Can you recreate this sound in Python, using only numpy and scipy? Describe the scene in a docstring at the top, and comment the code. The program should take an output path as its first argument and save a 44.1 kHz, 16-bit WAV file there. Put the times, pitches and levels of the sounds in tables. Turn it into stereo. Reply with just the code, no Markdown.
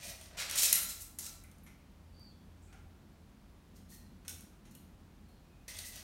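"""Tape measure in a bare, tiled room

A steel tape is drawn from its case, clicks, and is dragged over the floor tiles. The thin blade
rasps at the mouth of the case, snaps as it buckles and scrapes on the floor. One microphone
stands far enough off that the bright tail from the hard walls is nearly as loud as the direct
sound. A low hum lies underneath, in the room tone."""
import sys
import numpy as np
from scipy import signal
from scipy.fft import rfft, irfft
from scipy.io import wavfile

SR = 44100
rng = np.random.default_rng(int(sys.argv[2]) if len(sys.argv) > 2 else 0)


def pcm_store(signal):
    """Save signal as 16-bit PCM."""
    levels = np.round(np.clip(np.atleast_2d(signal), -1, 1) * 32767)
    wavfile.write(sys.argv[1], SR, levels.astype(np.int16).T)


N = 265923

# pulls on the tape: (start [s], rise [s], hold [s], level [dB], brightness [dB/octave])
BLADE_PULLS = [(.366, 0.025, 0.031, -39, -4), (.44, 0.085, 0.047, -43.5, -4.5),
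               (0.569, .01, 0.02, -30, 1.5), (0.602, 0.029, 0.026, -27.5, 3.5),
               (0.672, 0.011, .015, -38.5, -0.5), (0.739, 0.013, 0.031, -39.5, -1),
               (0.868, 0.03, .012, -42, 4.5), (0.986, 0.026, 0.01, -46.5, 8)]
# shiver after a snap: (start [s], rise [s], hold [s], level [dB], brightness [dB/octave])
BLADE_SHIVERS = [(1.186, 0.0049, 0.083, -44.5, 2)]
# strokes on the tiles: (start [s], rise [s], hold [s], level [dB], brightness [dB/octave])
TILE_DRAGS = [(0, 0.001, 0.024, -53.5, -1.5), (0.021, 0.021, 0.062, -47.5, 2),
              (0.169, 0.047, 0.048, -59, 0.5), (0.293, 0.033, 0.038, -61, -7.5),
              (3.741, 0.028, 0.0046, -64, 3.5), (3.885, 0.04, .02, -56, 7),
              (5.679, 0.0032, 0.019, -47, 1.5), (5.72, 0.032, 0.084, -53, 1),
              (5.844, 0.0087, 0.034, -48.5, 6.5), (5.916, 0.024, 0.064, -54, 0.5)]
# snaps and taps of the blade: (time [s], level [dB], brightness [dB/octave], chatter decay [s])
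BLADE_SNAPS = [(.212, -52, -3, 0.0045), (.497, -41.5, -0.5, 0.0053), (0.5116, -36, 1, 0.0014),
               (.5556, -31.5, -1, 0.013), (.632, -29, -1, .003), (0.699, -35.5, 5, .003),
               (0.7276, -18.5, 1.5, 0.004), (0.7564, -28, 6, .002), (.832, -36, 6, .003),
               (1.1868, -37, 3, .007), (1.2658, -45, 0, .0027), (1.438, -58, 8, .0012),
               (1.514, -61.5, -3, .005), (1.584, -67, 3, 0.0022), (1.664, -56.5, -7, 0.024),
               (2.195, -67.5, 4.5, .003), (2.7267, -58, -8.5, 0.016), (4.2492, -57.5, -7, 0.019),
               (4.2801, -39.5, 0, .0055), (4.293, -42.5, 1, 0.012), (4.408, -55, 4, 0.0021),
               (4.653, -59.5, -5.5, .033), (4.7103, -61, 1, .011), (4.7506, -53, 3.5, 0.0046),
               (5.284, -69.5, 4, .028), (5.6813, -47.5, -5, 0.0056), (5.787, -42, -0.5, 0.0057),
               (5.9572, -50, 6, .006)]
# bends of the loose blade: (time [s], level [dB], length [s])
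BLADE_FLEXES = [(0.759, -55.5, .14), (1.271, -60.5, 0.025)]
# scuffs of the case on the floor: (time [s], level [dB], length [s])
CASE_SCUFFS = [(.03, -73.5, 0.14), (5.79, -79, .05), (5.965, -79, 0.039)]
# bumps of the case in the hand: (time [s], relative level [dB], length [s], brightness [dB/octave])
CASE_BUMPS = [(1.44, -67.5, 0.014, 11.5), (1.665, -70, .04, 8), (2.675, -71, 0.058, -4),
              (2.736, -66, 0.044, -8.5)]
# catches of the steel: (time [s], pitch [Hz], width [Hz], level [dB], length [s])
STEEL_SQUEALS = [(0.023, 2390, 170, -53.5, 0.04), (0.21, 9300, 400, -67, 0.042),
                 (1.437, 10100, 700, -61, 0.0075), (1.634, 11540, 1094, -66.5, 0.036),
                 (2.621, 7600, 2200, -72, .083), (3.919, 1920, 180, -67.5, 0.03),
                 (4.282, 1500, 160, -63.5, 0.024), (4.751, 3050, 451, -63, 0.0092),
                 (5.681, 1952, 170, -53.5, 0.027), (5.753, 3520, 400, -54, 0.011),
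                 (5.766, 8700, 1000, -50, .009), (5.787, 4200, 1200, -46, 0.0099),
                 (5.837, 1960, 200, -61, 0.073)]
# faint squeaks: (start [s], length [s], top pitch [Hz], level [dB])
THIN_SQUEAKS = [(2.117, 0.221, 4650, -66), (2.279, .18, 3480, -82), (3.875, .18, 4330, -72),
                (4.688, .14, 4340, -80), (5.238, 0.22, 4280, -81), (5.43, 0.186, 2550, -79.5)]

# spectrum of each kind of contact: (frequency [Hz], relative level [dB])
RASP_SPECTRUM = [(100, -24), (350, -22.5), (650, -13.5), (950, -16), (1400, -8.5), (2500, -2.5), (4000, 0),
                 (6200, 0), (8500, 0), (10300, -4), (12000, -6.5), (15500, -9.5)]
SHIVER_SPECTRUM = [(100, -16), (900, -11.5), (1400, -11), (2200, -11.5), (3900, -5.5), (4900, -6),
                   (5800, -1), (8400, -2), (10300, -15), (12400, -9), (15500, -14)]
SNAP_SPECTRUM = [(100, -33), (500, -16.5), (1000, -17), (1800, -9), (3700, -5.5), (4900, -9.5), (6300, 1),
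                 (7700, -6), (8900, 1.5), (11000, -3.5), (12500, -4), (15500, -9)]
SCRAPE_SPECTRUM = [(100, -21.5), (400, -14.5), (1000, -9.5), (1600, -3), (3000, 0), (4400, 1.5),
                   (6500, 2.5), (7800, -2.5), (8800, 0), (10500, -6), (12000, -4), (15500, -12)]
# modes of the free blade, the case, and both on the floor: (pitch [Hz], width [Hz], relative level [dB])
BLADE_MODES = [(1370, 41, -4), (4040, 83, 2), (5370, 76, 4.5), (5695, 52, 3.5), (6300, 50, -3),
               (6200, 24.5, -6), (6975, 119.6, 5.5), (7740, 55, -0.5), (8260, 19.5, 1.5), (8130, 45, 4),
               (8900, 190, -7), (9850, 76, -5.5), (9470, 98, -0.5), (10700, 28, 3), (11650, 141, 7.5),
               (12000, 26, 1), (13000, 79, -1.5), (13600, 29, -2)]
CASE_MODES = [(800, 75, -8.5), (1400, 210, -3), (2260, 420, -1.5)]
FLOOR_CONTACT_MODES = [(632, 76, 12), (1947, 90, -2), (2587, 50, -0.5), (4400, 140, -10), (5700, 43, -4),
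                       (5990, 41, -0.5), (8500, 150, -4.5), (9070, 83, 2), (11800, 47, -5)]

# decay of the room: (frequency [Hz], time to fall 60 dB [s])
ROOM_DECAY = [(150, 0.29), (600, 1), (2000, 0.69), (5000, 0.52), (9000, 0.44), (15000, 0.44)]
# steady room noise: (frequency [Hz], relative level [dB])
AIR_SPECTRUM = [(20, -26.5), (30, -13.5), (42, 1.5), (80, -4.5), (125, -10), (190, -12), (310, -16),
                (480, -22.5), (680, -23), (950, -25), (2000, -31.5), (4300, -35.5), (8000, -41),
                (15800, -44)]
# swells and dips of the hum: (middle [s], half length [s], level change [dB])
HUM_SWELLS = [(.15, 0.14, 1.5), (1.018, 0.023, 13), (2.08, 0.075, 4), (2.62, 0.085, 6.5), (2.88, 0.049, 11),
              (3.68, 0.09, -8.5), (4.358, .07, 9.5), (4.63, 0.1, -12), (5.599, .07, -9.5),
              (5.811, 0.056, 7.5)]
# dull noise above the hum: (time [s], relative level [dB])
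DULL_LEVELS = [(0.1, -61), (0.15, -67.5), (0.91, -61), (0.94, -70), (1.25, -62.5), (2.12, -65.5),
               (2.23, -58.5), (2.67, -64.5), (2.97, -60), (3.64, -66.5), (3.72, -59.5), (4.72, -58.5),
               (5.84, -65), (5.9, -65)]


def amp(db):
    return 10 ** (np.asarray(db) / 20)


def unit_rms(x):
    return x / np.sqrt(np.mean(x ** 2) + 1e-20)


def value_at(points, hz):
    """Join (frequency [Hz], value) points on a log-frequency axis."""
    f, value = np.transpose(points)
    return np.interp(np.log(hz + 1), np.log(f + 1), value)


def add(mix, s, sound):
    part = mix[max(round(s * SR), 0):][:len(sound)]
    part += sound[:len(part)]


def drift(length, per_s):
    """A random curve of about unit size, with per_s turning points a second."""
    knots = rng.standard_normal(length)
    return np.interp(np.arange(length) * per_s / SR, np.arange(length), knots)


def octaves(hz):
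    """Octaves above 6 kHz, held constant below 1 kHz."""
    return np.log2(np.maximum(hz, 1000) / 6000)


def colour(x, spectrum, tilt_db=0, size=2048):
    """Causal filter with the given spectrum, tilted by tilt_db per octave."""
    hz = abs(np.fft.fftfreq(size, 1 / SR))
    log_gain = np.log(amp(value_at(spectrum, hz) + tilt_db * octaves(hz)))
    taps = np.fft.ifft(np.exp(np.conj(signal.hilbert(log_gain)))).real
    return signal.fftconvolve(x, taps)[:len(x)]


def resonate(x, hz, width_hz):
    """A resonance of gain 1, steady or following a pitch curve."""
    turn = np.exp(2j * np.pi * np.cumsum(hz * np.ones(len(x))) / SR)
    pole = np.exp(-np.pi * width_hz / SR)
    return 2 * (turn * signal.lfilter([1 - pole], [1, -pole], x / turn + 1e-18)).real


def ring(x, modes, ring_db):
    """The contact itself plus the modes that it sets ringing."""
    return x + sum(amp(db + ring_db) * resonate(x, hz, width) for hz, width, db in modes)


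def narrow_noise(length, hz, width_hz):
    """Noise in one resonance, at unit level."""
    noise = rng.standard_normal(max(length, SR))[:length]
    return unit_rms(resonate(resonate(noise, hz, width_hz), hz, width_hz))


def sing(modes, db, seconds):
    """Light rubbing keeps resonances sounding; they fade as the contact eases."""
    length = int(seconds * SR)
    sound = sum(amp(mode_db) * narrow_noise(length, hz, width) for hz, width, mode_db in modes)
    return amp(db) * sound * np.sqrt(np.linspace(1, 0, length))


def rub(strokes, spectrum, modes, ring_db, slips_per_s, slip_db, judder_db, judder_per_s,
        sag_db_per_s, release_s, dulling=0.1):
    """Tiny slips of steel over a hiss. Each stroke speeds up, sags and stops; faster is louder."""
    out = np.zeros(N)
    for start, rise_s, hold_s, level_db, bright_db in strokes:
        t = np.arange(0, rise_s + hold_s + 5 * release_s, 1 / SR)
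        speed = np.minimum(t / rise_s, 1) * amp(-sag_db_per_s * np.maximum(t - rise_s, 0))
        speed *= np.exp(-np.maximum(t - rise_s - hold_s, 0) / release_s)
        hiss, slip_sizes = rng.standard_normal((2, SR))[:, :len(t)]
        slips = slip_sizes * (rng.random(SR)[:len(t)] < slips_per_s / SR)
        friction = colour(hiss + amp(slip_db) * unit_rms(slips), spectrum)
        hz, frame_s, bands = signal.stft(ring(friction, modes, ring_db), SR, nperseg=256)
        speed_db = 20 * np.log10(np.interp(frame_s, t, speed) + 1e-2)
        tilt = amp(octaves(hz)[:, None] * (bright_db + dulling * speed_db))  # slower is duller
        power = np.mean(abs(bands) ** 2, axis=1, keepdims=True)
        tilt /= np.sqrt((power * tilt ** 2).sum(0) / power.sum())  # the tilt leaves the power alone
        sound = signal.istft(bands * tilt, SR, nperseg=256)[1][:len(t)]
        judder = amp(judder_db * drift(SR, judder_per_s)[:len(t)])  # the blade catches and lets go
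        add(out, start, amp(level_db) * speed * unit_rms(sound * judder))
    return out


def blade_rasp():
    """The blade rasps out through the mouth of the case."""
    return rub(BLADE_PULLS, RASP_SPECTRUM, BLADE_MODES, ring_db=-4, slips_per_s=2500, slip_db=-3,
               judder_db=0.8, judder_per_s=150, sag_db_per_s=13.5, release_s=0.016)


def blade_shiver():
    """The blade shivers after a snap, juddering hard and dying fast."""
    return rub(BLADE_SHIVERS, SHIVER_SPECTRUM, BLADE_MODES, ring_db=-17, slips_per_s=1500, slip_db=0.5,
               judder_db=4.5, judder_per_s=260, sag_db_per_s=65, release_s=0.005)


def tile_scrape():
    """The blade scrapes across the glaze of the tiles."""
    return rub(TILE_DRAGS, SCRAPE_SPECTRUM, FLOOR_CONTACT_MODES, ring_db=0.5, slips_per_s=980,
               slip_db=-3, judder_db=2, judder_per_s=140, sag_db_per_s=18, release_s=0.018)


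def blade_snaps(size=8192, energy_s=0.0058, rise_s=0.00013):
    """Each snap is a dense, quickly dying buzz of contacts that rings the blade."""
    out, t = np.zeros(N), np.arange(size) / SR
    for s, db, bright_db, chatter_s in BLADE_SNAPS:
        envelope = np.exp(-t / chatter_s) * (1 - np.exp(-t / rise_s))
        contacts = rng.choice([-1., 1.], size) * envelope
        snap = ring(colour(contacts, SNAP_SPECTRUM, bright_db), BLADE_MODES, ring_db=-5)
        snap *= np.sqrt(energy_s * SR / np.sum(snap ** 2))  # the energy of unit level held for energy_s
        add(out, s, amp(db) * snap)
    return out


def low_modes(events, modes, widening):
    """The given modes, broadened, sing briefly at each event."""
    out = np.zeros(N)
    broad_modes = [(hz, width * widening, db) for hz, width, db in modes]
    for s, db, seconds in events:
        add(out, s, sing(broad_modes, db, seconds))
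    return out


def blade_flexes():
    """The loose blade flexes and its two lowest modes sing on."""
    return low_modes(BLADE_FLEXES, BLADE_MODES[:2], widening=2.8)


def case_scuffs():
    """The case scuffs the floor and sounds its lowest mode."""
    return low_modes(CASE_SCUFFS, FLOOR_CONTACT_MODES[:1], widening=2.6)


def case_bumps(pivot_hz=1400):
    """Soft bumps in the hand ring the case."""
    out = np.zeros(N)
    for s, db, seconds, bright_db in CASE_BUMPS:
        modes = [(hz, width, mode_db + bright_db * np.log2(hz / pivot_hz))
                 for hz, width, mode_db in CASE_MODES]
        add(out, s, sing(modes, db, seconds))
    return out


def steel_squeals():
    """The steel catches and one resonance sings briefly."""
    out = np.zeros(N)
    for s, hz, width, db, seconds in STEEL_SQUEALS:
        add(out, s, sing([(hz, width, 0)], db, seconds))
    return out


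def thin_squeaks(width_share=0.036, top_at=0.39, sink=0.057, arch_width=0.3):
    """Each thin squeak swells and fades; its pitch arches early and then sinks."""
    out = np.zeros(N)
    for s, seconds, top_hz, db in THIN_SQUEAKS:
        progress = np.linspace(0, 1, int(seconds * SR))
        arch = np.exp(-((progress - top_at) / arch_width) ** 4)
        hz = top_hz * (1 - sink * (1 - arch))
        squeak = narrow_noise(len(hz), hz, top_hz * width_share)
        add(out, s, amp(db) * np.sin(np.pi * progress) * squeak)
    return out


def tiled_room(direct, wet_db=-1, build_s=0.0045, echoes_per_s=6000, shifts_per_s=7, patterns=3):
    """Dense echoes off tile and plaster; their patterns crossfade, as when the blade moves."""
    out = direct.copy()
    for k in range(patterns):
        echoes = rng.choice([-1., 1.], SR) * (rng.random(SR) < echoes_per_s / SR)
        hz, t, bands = signal.stft(echoes, SR, nperseg=256)
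        decay = np.exp(-np.log(1000) * t / value_at(ROOM_DECAY, hz)[:, None])
        tail = signal.istft(bands * decay, SR, nperseg=256)[1]
        tail *= 1 - np.exp(-np.arange(len(tail)) / SR / build_s)
        phase = np.pi * (shifts_per_s * np.arange(N) / SR + k / patterns)
        share = np.sqrt(2 / patterns) * np.cos(phase)  # squares sum to one
        out += amp(wet_db) * signal.fftconvolve(direct * share, tail / np.linalg.norm(tail))[:N]
    return out


def room_air(level_db=-59):
    """Steady room noise, heaviest in the bass."""
    gain = amp(value_at(AIR_SPECTRUM, np.fft.rfftfreq(N, 1 / SR)))
    return amp(level_db) * unit_rms(irfft(rfft(rng.standard_normal(N)) * gain, N))


def low_hum(pitch_hz=84.4, waver_hz=1.61, base_db=-65, wander_db=3):
    """A low tone that wavers in pitch, swells and dips."""
    t = np.arange(N) / SR
    hz = pitch_hz + waver_hz * drift(N, per_s=14)
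    tone = unit_rms(np.sin(2 * np.pi * np.cumsum(hz) / SR))
    swells_db = sum(db * np.exp(-0.5 * ((t - s) / half_s) ** 2) for s, half_s, db in HUM_SWELLS)
    return tone * amp(base_db + swells_db + wander_db * drift(N, per_s=9))


def dull_noise(trim_db=-2):
    """A dull band of noise above the hum drifts in level."""
    level_db = np.interp(np.arange(N) / SR, *np.transpose(DULL_LEVELS)) + trim_db
    return narrow_noise(N, hz=181, width_hz=110) * amp(level_db)


def scene():
    """Tape, echoes and room tone at one microphone, the same on both channels."""
    blade = blade_rasp() + blade_shiver() + tile_scrape() + blade_snaps()
    handling = blade_flexes() + case_scuffs() + case_bumps() + steel_squeals() + thin_squeaks()
    sound = tiled_room(blade + handling) + room_air() + low_hum() + dull_noise()
    return np.array([sound, sound])


def record(dry):
    """The microphone signal is cut off steeply at 15.9 kHz."""
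    lowpass = signal.firwin(511, 15900, window=("kaiser", 9), fs=SR)
    return signal.oaconvolve(dry, lowpass[None], "same")


dry = scene()
out = record(dry)
pcm_store(out)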